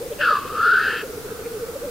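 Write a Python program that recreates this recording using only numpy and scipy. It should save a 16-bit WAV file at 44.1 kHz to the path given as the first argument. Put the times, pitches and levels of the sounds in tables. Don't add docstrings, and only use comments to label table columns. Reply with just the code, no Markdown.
import sys
import numpy as np
from scipy import signal
from scipy.io import wavfile
from scipy.ndimage import uniform_filter1d, map_coordinates

SR = 44100
rng = np.random.default_rng(int(sys.argv[2]) if len(sys.argv) > 2 else 0)


def master(y):
    cut = np.clip(np.atleast_2d(y).T, -1, 1)
    pcm = np.round(cut * 32767)
    wavfile.write(sys.argv[1], SR, pcm.astype(np.int16))


def elevation(decibels):
    levels = np.asarray(decibels, float)
    return 10 ** (levels / 20)


N = 83790


def evened(x):
    return x / np.sqrt(np.mean(abs(x) ** 2) + 1e-20)


def read(points, hz):
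    f, value = np.transpose(points)
    return np.interp(np.log(hz + 1), np.log(f + 1), value)


def pan(db):
    return elevation(np.array([[.5], [-.5]]) * db)


def add(mix, start_s, sound):
    at = max(round(start_s * SR), 0)
    part = mix[:, at:at + sound.shape[1]]
    part += sound[:, :part.shape[1]]


def whistle(hz, width_hz, flatten=0):
    turn = np.exp(2j * np.pi * np.cumsum(hz * np.ones(N)) / SR)
    pace = np.cumsum(width_hz * np.ones(N)) / SR
    rows = rng.standard_normal((4000, 2))
    real, imaginary = (map_coordinates(row, [pace], order=3) for row in rows.T)
    z = real + 1j * imaginary
    return evened((turn * z / (abs(z) + .25) ** flatten).real)


def band(lo_hz, hi_hz):
    edges = signal.butter(3, [lo_hz, hi_hz], "band", fs=SR, output="sos")
    return evened(signal.sosfilt(edges, rng.standard_normal(N)))


def note(level_db, length_s, from_hz, to_hz, peak_at, pan_db):
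    u = np.arange(0, length_s, 1 / SR) / length_s
    shape = np.sin(np.pi * u ** (np.log(.5) / np.log(peak_at))) ** 1.4
    a, b = rng.random(2)
    wobble = 1 + .012 * np.sin(2 * np.pi * (a + 1.31 * u))
    hz = (from_hz + (to_hz - from_hz) * u) * wobble
    return elevation(level_db) * pan(pan_db) * shape * np.sin(2 * np.pi * (b + np.cumsum(hz) / SR))


# (pitch [Hz], level [dB per Hz])
AIR_COLOUR = [(20, -7), (60, 0), (200, -4), (330, -0.5), (700, -9.5), (1400, -13.5), (3000, -18),
              (16000, -19)]
# (pitch [Hz], likeness [-1 to 1])
AIR_LIKENESS = [(30, 0.76), (300, 0.86), (700, 0.39), (2000, 0.1), (5000, 0.17), (15000, 0.033)]


def air():
    frames, hz = N // 256 + 5, np.fft.rfftfreq(1024, 1 / SR)
    a, b, c, d, patches = rng.standard_normal((frames, 513, 5)).T
    patches = evened(uniform_filter1d(uniform_filter1d(patches, 8, 0), 14, 1))
    same = np.clip(read(AIR_LIKENESS, hz), -1, 1)[:, None]
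    left = a + 1j * b
    right = same * left + np.sqrt(1 - same ** 2) * (c + 1j * d)
    z = np.array([left, right]) * elevation(read(AIR_COLOUR, hz)[:, None] + .8 * patches)
    return elevation(-36.5) * evened(signal.istft(z, nperseg=1024, noverlap=768)[1][:, :N])


def far_chorus():
    mix, notes_per_s = np.zeros((2, N)), 110
    for when, a, b, c in rng.standard_normal((300, 4)):
        s = (when * 1000 % 1) * 300 / notes_per_s
        hz = 480 + 45 * a
        if s < N / SR:
            add(mix, s, note(-45 + 2.5 * b, .035, hz + 30, hz - 30, .55, 3 * c))
    return mix


# (middle time [s], level [dB], length [s], start pitch [Hz], end pitch [Hz])
COO_NOTES = [(.013, -24, .032, 390, 550), (.037, -30, .04, 560, 540), (.065, -25, .035, 400, 560),
             (.118, -24, .045, 510, 405), (.126, -27, .03, 570, 590), (.207, -25, .045, 560, 605),
             (.245, -32, .04, 480, 520), (.28, -32, .03, 480, 455), (.313, -25, .035, 610, 550),
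             (.33, -26, .035, 520, 410), (.468, -32, .035, 510, 490), (.542, -31, .045, 520, 460),
             (.942, -31, .03, 460, 500), (1.057, -29, .035, 540, 490), (1.143, -31, .03, 490, 480),
             (1.203, -31, .025, 465, 455), (1.283, -32, .035, 490, 530), (1.357, -31, .03, 500, 475),
             (1.423, -32, .03, 420, 480), (1.521, -26, .03, 465, 475), (1.745, -31, .025, 480, 450),
             (1.764, -23, .026, 575, 525), (1.826, -27, .035, 420, 540), (1.851, -25, .045, 575, 565),
             (1.884, -27, .05, 540, 440)]


def cooing_cocks():
    mix = np.zeros((2, N))
    for s, db, length, from_hz, to_hz in COO_NOTES:
        pan_db = .008 * (from_hz + to_hz - 2 * 480)
        add(mix, s - length / 2, note(db, length, from_hz, to_hz, 0.46, pan_db))
    return mix


def bog(birds):
    t = np.arange(N) / SR
    taps = rng.choice([-1., 1.], (2, N)) * (rng.random((2, N)) < .05)
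    taps = 1.04 * taps + 0.47 * taps[::-1]
    near = (t > .004) * elevation(-60 * t / .2)
    forest = elevation(-60 * t / 5.8)
    tail = 0
    for db, shape in [(-16, near), (-30.5, forest)]:
        tail = tail + elevation(db) * taps * shape / np.linalg.norm(taps[0] * shape)
    return signal.fftconvolve(birds, tail, axes=1)[:, :N]


# (time [s], length [s], level [dB], centre pitch [Hz], width [Hz])
AIR_PUFFS = [
    (.13, .05, -46, 3000, 1500),
    (1.46, .045, -46, 2250, 800),
    (.475, .05, -48, 3000, 1500),
]


def puffs():
    t, mix = np.arange(N) / SR, 0
    for at, length, db, hz, width_hz in AIR_PUFFS:
        mix = mix + elevation(db) * np.exp(-((t - at) / length * 4) ** 2) * whistle(hz, width_hz)
    return mix


def windpipe(throat_hz, beak_db):
    pipe_hz = 1480
    pulled_hz = pipe_hz + 0.67 * (throat_hz - pipe_hz)
    pipe = elevation(-10 + .4 * (beak_db + 25.5)) * whistle(pulled_hz, 600)
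    skirt = elevation(-26.5 + 0.96 * (beak_db + 23.5)) * band(1000, 2440)
    haze = elevation(-14) * whistle(1560, 480)
    return pipe + skirt + haze


def beak(beak_db):
    ring = whistle(2668, 420) + elevation(-2) * whistle(2910, 800)
    sizzle = band(2490, 4670) + elevation(-7) * whistle(4650, 700)
    high = elevation(beak_db) * evened(ring) + elevation(-18.5 + 0.43 * (beak_db + 14)) * sizzle
    return high + 0.36 * np.array([np.roll(high, 900), np.roll(high, -700)])


# (time [s], effort [dB], throat pitch [Hz], beak opening [dB],
# whistle share [0-1], throat width [Hz])
HISS_PATH = [(0.185, -52.5, 1620, 6.5, 0.5, 298.4), (.214, -21.5, 1607, -9.5, .4, 262.5),
             (.305, -14, 1268, -27.5, 0.71, 119.4), (0.374, -21, 1136, -23.5, 0.77, 98.5),
             (0.418, -35, 1151, -13.5, 0.7, 120.2), (.53, -34, 1210, -17.5, .5, 150.1),
             (.655, -13.5, 1371, -31, 0.76, 129.5), (.77, -14.5, 1487, -28.5, 0.69, 130),
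             (.8, -18, 1528, -23.5, 0.4, 260.8), (0.922, -28, 1590, -5, 0.22, 300),
             (1.014, -33.5, 1579, -4.5, 0.25, 301.2), (1.07, -59, 1430, -13, 0.04, 307)]


def hissing_cock():
    t, (s, *columns) = np.arange(N) / SR, np.transpose(HISS_PATH)
    smooth = (uniform_filter1d(np.interp(t, s, column), 300) for column in columns)
    effort_db, hz, beak_db, share, width_hz = smooth
    share = np.clip(share, 0, 1)
    throat = np.sqrt(share) * whistle(hz, width_hz, flatten=.6)
    throat = throat + np.sqrt(1 - share) * whistle(hz, 2 * width_hz)
    breathing = (t < s[-1]) * (t > s[0])
    return elevation(effort_db) * breathing * (throat + windpipe(hz, beak_db) + beak(beak_db))


# (peak time [s], level [dB], pitch at peak [Hz], length [s])
BUBBLE_NOTES = [(.387, -32, 449, .035), (0.456, -28, 435, 0.016), (0.52, -34, 434.7, 0.045),
                (0.594, -27, 436, 0.031), (0.671, -24.5, 436.4, 0.041), (0.74, -27.5, 429.1, 0.039),
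                (0.82, -27.5, 422.7, 0.034), (.888, -29, 423.6, .045), (0.965, -25.5, 437.5, 0.024),
                (1.037, -25, 431, 0.022), (1.105, -26, 430, .04), (1.179, -27, 432, 0.035),
                (1.256, -26, 437, 0.049), (1.32, -23, 445, .04), (1.399, -28, 436, 0.041),
                (1.472, -23, 457.7, 0.046), (1.561, -24.5, 434.3, 0.092), (1.631, -23, 464, 0.087),
                (1.695, -25, 471, .04)]


def bubbling_cock():
    mix = np.zeros((2, N))
    sag_hz, peak_at = 105, .66
    for s, db, hz, length in BUBBLE_NOTES:
        top_hz = hz + sag_hz * peak_at
        add(mix, s - peak_at * length, note(db, length, top_hz, top_hz - sag_hz, peak_at, -0.67))
    return mix


# (time [s], level [dB], throat pitch [Hz])
DISTANT_PATH = [
    (1.048, -37, 1380),
    (1.221, -54, 1355),
    (1.299, -40, 1491),
    (1.37, -45.5, 1295),
    (1.5, -46.5, 1344),
    (1.68, -44.5, 1335),
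    (1.9, -48, 1387),
]


def distant_cock():
    t, (s, db, hz) = np.arange(N) / SR, np.transpose(DISTANT_PATH)
    shared, left, right = (whistle(np.interp(t, s, hz), 520) for _ in range(3))
    level = elevation(np.interp(t, s, db)) * np.clip((t - s[0]) / 0.083, 0, 1)
    return level * pan(-3) * (0.6 * shared + .5 * np.array([left, right]))


def scene():
    birds = (hissing_cock() + puffs()) * pan(1.2)
    birds = birds + bubbling_cock() + cooing_cocks() + far_chorus()
    return birds + bog(birds) + distant_cock() + air()


def top_cut(x):
    return signal.sosfilt(signal.butter(12, 16650, fs=SR, output="sos"), x)


def record(dry):
    limit_db, knee = -8.5, 4.0
    swell = uniform_filter1d(abs(signal.hilbert(dry, axis=1)).max(0), 90)
    held = dry / (1 + (swell / elevation(limit_db)) ** knee) ** (1 / knee)
    lowpass = signal.firwin(511, 15800, window=("kaiser", 9), fs=SR)
    mix = signal.oaconvolve(held, lowpass[None], "same")
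    return top_cut(mix)


dry = scene()
out = record(dry)
master(out)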